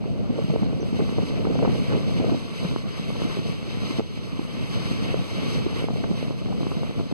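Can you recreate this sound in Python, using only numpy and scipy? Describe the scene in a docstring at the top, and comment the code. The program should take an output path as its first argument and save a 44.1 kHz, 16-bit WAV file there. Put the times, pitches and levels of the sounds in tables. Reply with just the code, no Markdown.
"""A passenger train rolls past a line of freight wagons, heard from its open door.
From the start steel wheels roar (noise with resonant bands) and the slipstream buffets two microphone
ports (octave noise in gusts), with pops on the windward one (brief swings and noise bursts): mainly the
right until 2.7 s. A squeak glides up at 0.8 s; at 2.65 s the coach bumps (a decaying sine). The left port is
windward until 3.4 s and again from 6.3 s. Each port also enters the other channel, late and inverted."""
import sys
import numpy as np
from scipy import signal
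from scipy.fft import rfft, irfft, next_fast_len
from scipy.io import wavfile
from scipy.ndimage import map_coordinates

SR = 44100
rng = np.random.default_rng(int(sys.argv[2]) if len(sys.argv) > 2 else 0)


def to_wav(sig):
    """Store sig (one row per channel, or 1-D mono) as 16-bit WAV at the path in sys.argv[1].

    Samples outside -1..1 are clipped; the rate is SR.
    """
    pcm = np.clip(np.atleast_2d(sig), -1, 1) * 32767
    pcm = np.round(pcm).astype(np.int16)
    wavfile.write(sys.argv[1], SR, pcm.T)  # frames by channels


N = 314433
TIME = np.arange(N) / SR
BINS_HZ = np.maximum(np.fft.rfftfreq(next_fast_len(N), 1 / SR), 1)

# strength of the slipstream, before the trim of each port: t/s, level/dB
SLIPSTREAM = [(0, -25), (0.5, -24), (1.3, -22), (1.68, -18.5), (2.08, -21.5), (2.33, -20), (2.41, -31.5),
              (3.0, -30.5), (3.25, -25), (3.6, -28.5), (3.98, -28), (4.06, -32.5), (4.7, -29), (5.1, -24.5),
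              (6.1, -25.5), (6.38, -29), (6.65, -22.5), (7.13, -32.5)]
# side that the slipstream comes from: t/s, left port minus right port/dB
WIND_SIDE = [(0, 1), (0.4, -6.5), (2.3, -3.5), (2.85, 1), (4.4, -1.5), (6.1, -0.5), (7.13, 2.5)]


def from_db(db):
    """A level L in decibels is an amplitude ratio of 10^(L/20)."""
    return 10 ** (np.asarray(db) / 20)


def rms_one(x):
    """Normalization of the mean square to unity."""
    return x / np.sqrt(np.mean(x ** 2) + 1e-20)


def in_time(rows):
    """Linear interpolation of each column of a time table, sample by sample."""
    s, *columns = np.transpose(rows)
    return [np.interp(TIME, s, column) for column in columns]


def at_hz(points, hz):
    """Interpolation of a spectrum on a logarithmic frequency axis."""
    knots, level = np.transpose(points)
    return np.interp(np.log(hz), np.log(knots), level)


def drift(rate_hz):
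    """Low-pass filtering of white noise: a double pole at rate_hz leaves a smooth random signal of unit rms."""
    step = 20  # samples between the computed points
    pole = np.exp(-2 * np.pi * rate_hz * step / SR)
    settling = 4000
    noise = rng.standard_normal(N // step + settling + 2)
    slow = signal.lfilter([1], [1, -2 * pole, pole ** 2], noise)[settling:]
    return np.interp(np.arange(N) / step, np.arange(len(slow)), rms_one(slow))


def octave_noise(colour_db):
    """Spectral shaping: coloured noise of unit rms, split into overlapping octaves [(centre/Hz, band)]."""
    size = next_fast_len(N)
    spectrum = rfft(rng.standard_normal(size)) * from_db(colour_db)
    spectrum = spectrum / np.std(irfft(spectrum, size))
    centres_hz = 40 * 2. ** np.arange(10)
    bands = []
    for hz, triangle in zip(centres_hz, np.eye(len(centres_hz))):
        share = np.interp(np.log(BINS_HZ), np.log(centres_hz), triangle)
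        bands.append((hz, irfft(spectrum * share, size)[:N]))
    return bands


def dull(x, corner_hz):
    """First-order low-pass: above the corner the level falls by 6 dB per octave."""
    return signal.sosfilt(signal.butter(1, corner_hz, fs=SR, output="sos"), x)


def overload(x, top):
    """Soft saturation: a hyperbolic tangent rounds off the largest swings below the limit."""
    return top * np.tanh(x / top)


def squeak(width_hz):
    """Stick-slip friction of rubbing steel: a gliding tone, roughened by random amplitude modulation."""
    # short rising squeak: t/s, f/Hz, level/dB
    glide = [(0.78, 4520, -75), (0.797, 4750, -58), (0.804, 5980, -58), (0.826, 6020, -49),
             (0.84, 6100, -85)]
    hz, level_db = in_time(glide)
    tone = np.sin(2 * np.pi * np.cumsum(hz) / SR)
    return from_db(level_db) * rms_one(drift(width_hz) * tone)


def bump(attack_s):
    """Impulsive excitation of a damped mode: the coach jolts once and its body rings low and briefly."""
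    at_s, level_db, mode_hz, t60_s = 2.648, -9.5, 175, 0.045  # level of the decay, before the attack
    t = np.maximum(TIME - at_s, 0)
    decay = from_db(level_db - 60 * np.minimum(t / t60_s, 2))
    attack = (1 - np.exp(-t / attack_s)) ** 2
    return -decay * attack * np.sin(2 * np.pi * mode_hz * t)


def wheel_roar(flicker_db, judder_db):
    """Roughness excitation of steel on steel: a broad roar with narrow wheel resonances, and bogie judder."""
    # rolling noise, before the resonances: f/Hz, level per Hz/dB
    colour = [(30, -2), (160, 10), (420, 8.5), (750, -3.5), (1200, 0.5), (1580, -5), (2100, 0),
              (3600, -1.5), (4700, -5), (5600, -9.5), (7000, -17), (9200, -18.5), (12300, -26.5),
              (14500, -36.5)]
    # wheel resonances standing out of the roar: f/Hz, width/Hz, lift/dB
    modes = [(1130, 35, 4), (2160, 70, 3), (2660, 25, 3), (2930, 60, 3), (3640, 50, 3), (4600, 35, 4.5),
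             (4875, 30, 3.5)]
    colour_db = at_hz(colour, BINS_HZ)
    for hz, width_hz, lift_db in modes:
        colour_db = colour_db + lift_db / (1 + (2 * (BINS_HZ - hz) / width_hz) ** 2)
    roar = np.zeros(N)
    for _, band in octave_noise(colour_db):
        roar += band * from_db(flicker_db * drift(7.6))
    return roar * from_db(judder_db * drift(9.7))


def wind_on_ports():
    """Energy division: the slipstream with its buffets is shared between left and right port; levels in dB."""
    # brief buffets and lulls in the slipstream: t/s, change of level/dB
    buffets = [(0.08, -2), (0.24, 0.5), (0.37, 2), (0.475, -2), (0.55, 2.5), (0.6, -0.5), (0.7, 2),
               (0.9, -3), (1.06, -1.5), (1.12, -5.5), (1.27, -3.5), (1.42, -0.5), (1.55, -0.5), (1.64, 1.5),
               (1.75, -0.5), (1.85, -6.5), (1.935, 5), (2.04, -1.5), (2.17, -0.5), (2.29, 1.5), (2.63, 9.5),
               (2.73, 8.5), (2.86, 6), (3.34, -4), (3.42, 0.5), (3.85, 4.5), (4.41, 1.5), (4.58, 7),
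               (4.78, 4.5), (4.93, 2.5), (5.19, 2), (5.28, -11), (5.37, 1), (5.599, 4), (5.7, -1.5),
               (6.07, 2.5), (6.17, -1), (6.691, -5.5), (6.87, -2.5), (7.0, 8.5), (7.12, 1.5)]
    spread_s = 0.021  # standard deviation of a buffet's bell shape
    level_db, = in_time(SLIPSTREAM)
    side_db, = in_time(WIND_SIDE)
    for s, lift_db in buffets:
        level_db = level_db + lift_db * np.exp(-.5 * ((TIME - s) / spread_s) ** 2)
    right_db = level_db - 10 * np.log10(1 + from_db(side_db) ** 2)
    return right_db + side_db, right_db


def buffeting(gust_db, colour, swell_db, lump_db, flutter_db, brighten, usual_db):
    """Turbulence comes in lumps: its small, high eddies flutter faster and grow most in a hard push."""
    surge_db = overload(swell_db * drift(16) + lump_db * drift(47), top=5.5)
    push_db = gust_db + surge_db
    # brightening is neutral at the usual push
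    eddies_db = brighten * (push_db - usual_db) + flutter_db * np.tanh(drift(88))
    out = np.zeros(N)
    for hz, band in octave_noise(at_hz(colour, BINS_HZ)):
        smallness = np.clip(np.log2(hz / 160), -.5, 2)
        out += band * from_db(push_db + smallness * eddies_db)
    return out


def hollow(x, hz, width_hz, share):
    """Cavity resonance: a pocket of air in front of the port lends the wind a short ring."""
    return x + share * signal.lfilter(*signal.iirpeak(hz, hz / width_hz, fs=SR), x)


def stray_eddies(count):
    """Poisson process: lesser eddies at random moments, their strength following the slipstream."""
    per_s, above_slipstream_db = 45, 0.5
    middle_hz, spread_octaves, crack, length_s = 260, 0.32, .03, 0.0046
    times = np.cumsum(rng.exponential(1, count)) / per_s
    pitch = np.clip(rng.standard_normal(count), -2, 2)
    strength_db = np.interp(times, *np.transpose(SLIPSTREAM)) + above_slipstream_db
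    hz = middle_hz * 2 ** (spread_octaves * pitch)
    return [(s, db, f, crack, length_s) for s, db, f in zip(times, strength_db, hz) if s < TIME[-1]]


def windward(s):
    """Exposure: the port with the higher wind level faces the slipstream at this moment."""
    return "left" if np.interp(s, *np.transpose(WIND_SIDE)) > 0 else "right"


def swing(t, hz):
    """Pressure doublet: one smooth swing each way, of height 1, with its energy around hz."""
    phase = 2 * np.pi * hz * t
    shape = phase * (1 + phase ** 2 / 4) ** -3
    return shape / np.abs(shape).max()


def pops(eddies, side, core_s, breadth, crack_hz, crack_s, low_hz, ring_q):
    """Vortex passage over a port: a brief eddy is one swing with a sharp crack, a longer one a flutter."""
    out, t = np.zeros(N), TIME[:SR // 20] - .025
    snap = rms_one(np.cos(2 * np.pi * crack_hz * t) * np.exp(-.5 * (t / crack_s) ** 2))
    per_ms = np.sqrt(.001 * SR / len(t))  # gives unit rms the energy of 1 ms
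    for s, strength_db, hz, crack, length_s in eddies:
        if windward(s) != side:
            continue
        core = rms_one(swing(t, hz / breadth)) + crack * snap
        burst = rng.standard_normal(len(t)) * np.exp(-(2 * t / length_s) ** 4)
        whirl = rms_one(np.sin(2 * np.pi * hz * t) * np.exp(-2 * (hz * t) ** 2))
        low_flutter = rms_one(signal.fftconvolve(burst, whirl, "same"))
        sharp_flutter = rms_one(signal.fftconvolve(burst, snap, "same"))
        flutter = low_flutter + crack * sharp_flutter
        pop = (core_s * core + length_s * flutter) / np.hypot(core_s, length_s)
        start = max(round((s + t[0]) * SR), 0)
        out[start:start + len(t)] += from_db(strength_db) * per_ms * pop[:N - start]
    # second-order high-pass
    w = 2 * np.pi * low_hz
    return signal.lfilter(*signal.bilinear([1, 0, 0], [1, w / ring_q, w * w], SR), out + 1e-18)


def widen(ports, bass_spared):
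    """Delayed cross-feed: each channel is its port minus the late other one; bass crosses a little less."""
    lags_s = 0.00044, 24.77 / SR  # of the left and the right port on the way across
    late = np.array([map_coordinates(port, [np.arange(N) - lag_s * SR], order=5)
                     for port, lag_s in zip(ports, lags_s)])
    late = late - bass_spared * dull(late, corner_hz=600)
    return ports - late[::-1]


def scene():
    """Superposition: wind on both ports, wheels on the right, their dull scattered sound around, a bump."""
    # wheels on rail, before the trims of direct and scattered sound: t/s, level/dB
    rolling = [(0, -51), (0.35, -47.5), (0.56, -44), (0.69, -48.5), (0.9, -44), (1.6, -42), (2.68, -41),
               (2.81, -44), (3.22, -39), (3.55, -43), (3.99, -39.0), (4.02, -48), (4.45, -43.5), (4.9, -37),
               (5.27, -40), (5.52, -37), (5.67, -42), (5.81, -38), (5.87, -45.5), (6.17, -41.5),
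               (6.34, -45.5), (6.55, -44), (7.13, -44)]
    # turbulence on the left and on the right port, relative: f/Hz, level per Hz/dB
    left_colour = [(20, -12), (45, -11), (70, -12), (100, 2.5), (150, 0.5), (210, 0.5), (310, -13.5),
                   (450, -17), (680, -14), (1000, -45.5), (1600, -44.5), (2600, -48), (8000, -92)]
    right_colour = [(20, -11), (45, -6), (70, 3), (115, 1), (170, 2.5), (270, -2.5), (360, -15.5),
                    (500, -11), (730, -26), (1000, -32), (1600, -32.5), (2600, -42), (8000, -88)]
    # loudest eddies, strength before trim as if packed into 1 ms:
    # t/s, level/dB, nominal f/Hz, share of sharp crack, length/s
    loud_eddies = [(0.042, -24, 470, 0.35, 0.0017), (0.058, -20, 344, 0.1, 0.004),
                   (0.106, -15, 150, 0, 0.0024), (0.303, -5.5, 213, 0, 0.014),
                   (0.325, -14, 238.0, 0, 0.0045), (0.3825, -13.5, 376.0, 0, 0.0034),
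                   (0.389, -11.5, 439.0, 0, 0.005), (0.423, -13, 138, 0.1, 0.0046),
                   (0.444, -9, 157, 0, 0.002), (0.501, -2.5, 172, 0.01, 0.0076),
                   (0.507, -17, 490, 0, 0.0033), (0.539, -10, 382, 0.04, 0.0034),
                   (0.561, -11.5, 398, 0.1, 0.0044), (0.622, -5, 165, 0.02, 0.0071),
                   (0.632, -8.5, 220.0, 0.08, 0.0017), (0.665, -13, 256.0, 0.1, 0.009),
                   (0.731, -14, 340, 0, 0.0048), (0.75, -12, 131, 0, 0.0034),
                   (0.83, -17.5, 349.0, 0.17, 0.002), (0.93, -10.5, 275, 0.1, 0.003),
                   (0.993, -10, 320, 0.07, 0.0043), (1.005, -9.5, 350, 0.14, 0.012),
                   (1.023, -7, 238.0, 0.05, 0.0032), (1.092, -5, 221, 0.08, 0.0048),
                   (1.1845, -11.5, 423, 0, 0.0023), (1.191, -15, 396, 0.06, 0.0027),
                   (1.224, -20, 440, 0.1, 0.001), (1.231, -5, 222, 0, 0.0035),
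                   (1.307, -15, 219, 0.12, 0.0024), (1.399, -15, 330, 0.1, 0.011),
                   (1.453, -11, 340, 0.33, 0.0059), (1.471, -6.5, 440, 0, 0.0012),
                   (1.5044, -12.5, 347, 0.05, 0.0159), (1.556, -14.5, 450, 0.1, 0.0039),
                   (1.591, -5, 183, 0.18, 0.0017), (1.6275, -12, 480, 0.2, 0.0024),
                   (1.6356, -13, 406.0, 0.2, 0.0042), (1.651, -10.5, 490, 0.4, 0.0032),
                   (1.6586, -18, 552.0, 0.7, 0.0064), (1.678, -3, 260, 0.04, 0.0028),
                   (1.75, -19, 470, 0, 0.0032), (1.798, -13, 230, 0.03, 0.0087),
                   (1.911, -19.5, 323.0, 0.45, 0.002), (1.924, -16, 470, 0.3, 0.0012),
                   (1.936, -16, 404, 0.1, 0.007), (1.951, -7, 260, 0.1, 0.0031),
                   (2.095, -19, 350, 0.08, 0.003), (2.161, -4, 167, 0, 0.0027),
                   (2.201, -7.5, 258, 0.03, 0.0055), (2.21, -19, 450, 0, 0.0016),
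                   (2.244, -10.5, 416, 0.08, 0.0085), (2.2979, -14, 149, 0.3, 0.0056),
                   (2.322, -9, 256.0, 0.02, 0.0055), (2.3464, -11.5, 323.0, 0.13, 0.0047),
                   (2.516, -21, 165, 0.2, 0.0022), (2.652, -20, 420, 0.5, 0.016),
                   (2.712, -12, 143, 0.16, 0.0018), (2.762, -11, 300, 0.3, 0.00075),
                   (2.997, -11, 173, 0, 0.0018), (3.104, -21, 410, 0.22, 0.0052),
                   (3.1574, -19.5, 423, 0.24, 0.0082), (3.2197, -14, 380, 0.2, 0.0013),
                   (3.2535, -9, 238.0, 0, 0.0068), (3.3715, -8, 256.0, 0, 0.0017),
                   (3.391, -7, 210, 0, 0.0014), (3.496, -12, 164, 0, 0.003), (3.68, -18, 210, 0.1, 0.00092),
                   (3.772, -17, 220, 0.2, 0.0023), (3.82, -17, 220.0, 0.15, 0.0027),
                   (3.908, -13.5, 220, 0.17, 0.0035), (3.957, -12, 130, 0.03, 0.003),
                   (3.987, -9, 230, 0, 0.0037), (3.996, -5, 290, 0.2, 0.0021),
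                   (4.005, -20, 490, 0.2, 0.0019), (4.176, -24, 240, 0.34, 0.0018),
                   (4.394, -12, 249, 0.22, 0.006), (4.417, -20, 240, 0.12, 0.0033),
                   (4.568, -16, 152, 0.2, 0.0022), (4.61, -13, 149, 0, 0.0035), (4.794, -15, 170, 0, 0.006),
                   (4.915, -12, 180, 0, 0.002), (5.025, -17.5, 240, 0.24, 0.0024),
                   (5.092, -20, 330, 0.1, 0.003), (5.144, -9, 397, 0, 0.0025),
                   (5.199, -12, 158, 0.03, 0.0038), (5.623, -14, 168, 0.06, 0.0025),
                   (5.665, -9.5, 298, 0.02, 0.0067), (5.73, -20, 420, 0.1, 0.0012),
                   (5.824, -18, 323.0, 0.1, 0.0011), (5.842, -8.5, 305, 0, 0.00037),
                   (5.886, -16, 600, 0.05, 0.0005), (5.906, -15, 220.0, 0.3, 0.001),
                   (5.938, -13, 150, 0, 0.006), (5.96, -20, 400, 0.0, 0.0009),
                   (6.008, -16, 260, 0.03, 0.0031), (6.041, -15, 286, 0.56, 0.0084),
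                   (6.1084, -8, 188, 0, 0.0042), (6.1143, -10.5, 280, 0.0, 0.001),
                   (6.228, -16.5, 400, 0, 0.00063), (6.282, -10, 175, 0.07, 0.00091),
                   (6.308, -9, 270, 0.05, 0.00094), (6.326, -32, 500, 0.5, 0.00084),
                   (6.421, -15, 250, 0.1, 0.005), (6.46, -17, 230, 0.1, 0.0015),
                   (6.4865, -18.5, 400, 0.03, 0.0009), (6.528, -27, 695.0, 0.6, 0.011),
                   (6.549, -13, 170, 0.02, 0.0044), (6.607, -20, 400, 0.15, 0.001),
                   (6.613, -13, 277.0, 0, 0.0016), (6.632, -9.5, 230, 0.08, 0.0027),
                   (6.6685, -3.5, 200, 0.1, 0.0018), (6.717, -11.5, 200, 0.22, 0.0008),
                   (6.723, -28, 380, 0.5, 0.003), (6.754, -28, 330, 0.03, 0.001),
                   (6.77, -11, 170, 0.04, 0.0013), (6.776, -25, 430, 0, 0.0011),
                   (6.825, -13, 182, 0.04, 0.0024), (6.8332, -16.5, 480, 0.1, 0.0006),
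                   (6.895, -18, 277.0, 0, 0.001), (6.91, -15, 220, 0.08, 0.00092),
                   (6.964, -12, 161, 0, 0.0017), (6.993, -23, 330, 0.4, 0.001),
                   (6.999, -7, 268, 0.02, 0.0016), (7.0097, -21, 303, 0.2, 0.0012),
                   (7.114, -18, 350, 0, 0.0027), (7.125, -7, 221, 0.05, 0.0026)]

    roll_gain = from_db(in_time(rolling)[0])
    wheels = from_db(3.0) * roll_gain * wheel_roar(flicker_db=1.07, judder_db=1.24)
    wheels += squeak(width_hz=200)
    scattered = np.array([wheel_roar(flicker_db=4.0, judder_db=1.5) for _ in range(2)])
    scattered = from_db(-0.5) * roll_gain * scattered
    scattered = dull(dull(scattered, corner_hz=2500), corner_hz=2500)

    left_db, right_db = wind_on_ports()
    eddies = loud_eddies + stray_eddies(count=450)
    left = from_db(0.16) * buffeting(left_db, left_colour, swell_db=2.5, lump_db=2.0,
                                     flutter_db=1.6, brighten=0.2, usual_db=-17.5)
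    left += from_db(-1.5) * pops(eddies, "left", core_s=0.0045, breadth=1.15, crack_hz=1010,
                                 crack_s=0.00052, low_hz=124, ring_q=1.0)
    right = from_db(-3.5) * buffeting(right_db, right_colour, swell_db=0.03, lump_db=1.0,
                                      flutter_db=0.0, brighten=0.19, usual_db=-29)
    right += from_db(-1.0) * pops(eddies, "right", core_s=0.0029, breadth=1.154, crack_hz=990,
                                  crack_s=0.00018, low_hz=127.5, ring_q=1.1)
    right = hollow(right, hz=449, width_hz=30, share=0.54)

    wind = overload(np.array([left, right]), top=0.25)
    ports = wind + np.array([np.zeros(N), wheels])
    return widen(ports, bass_spared=0.0077) + scattered + bump(attack_s=0.0021)


def record(dry):
    """Band limitation: an elliptic low-pass cuts the top steeply, after short linear fades at both ends."""
    ends = np.clip(np.minimum(TIME, TIME[-1] - TIME) / .006, 0, 1)
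    low_pass = signal.ellip(10, .1, 80, 15300, fs=SR, output="sos")  # order, ripple/dB, stop/dB, f/Hz
    return signal.sosfilt(low_pass, dry * ends)


dry = scene()
out = record(dry)
to_wav(out)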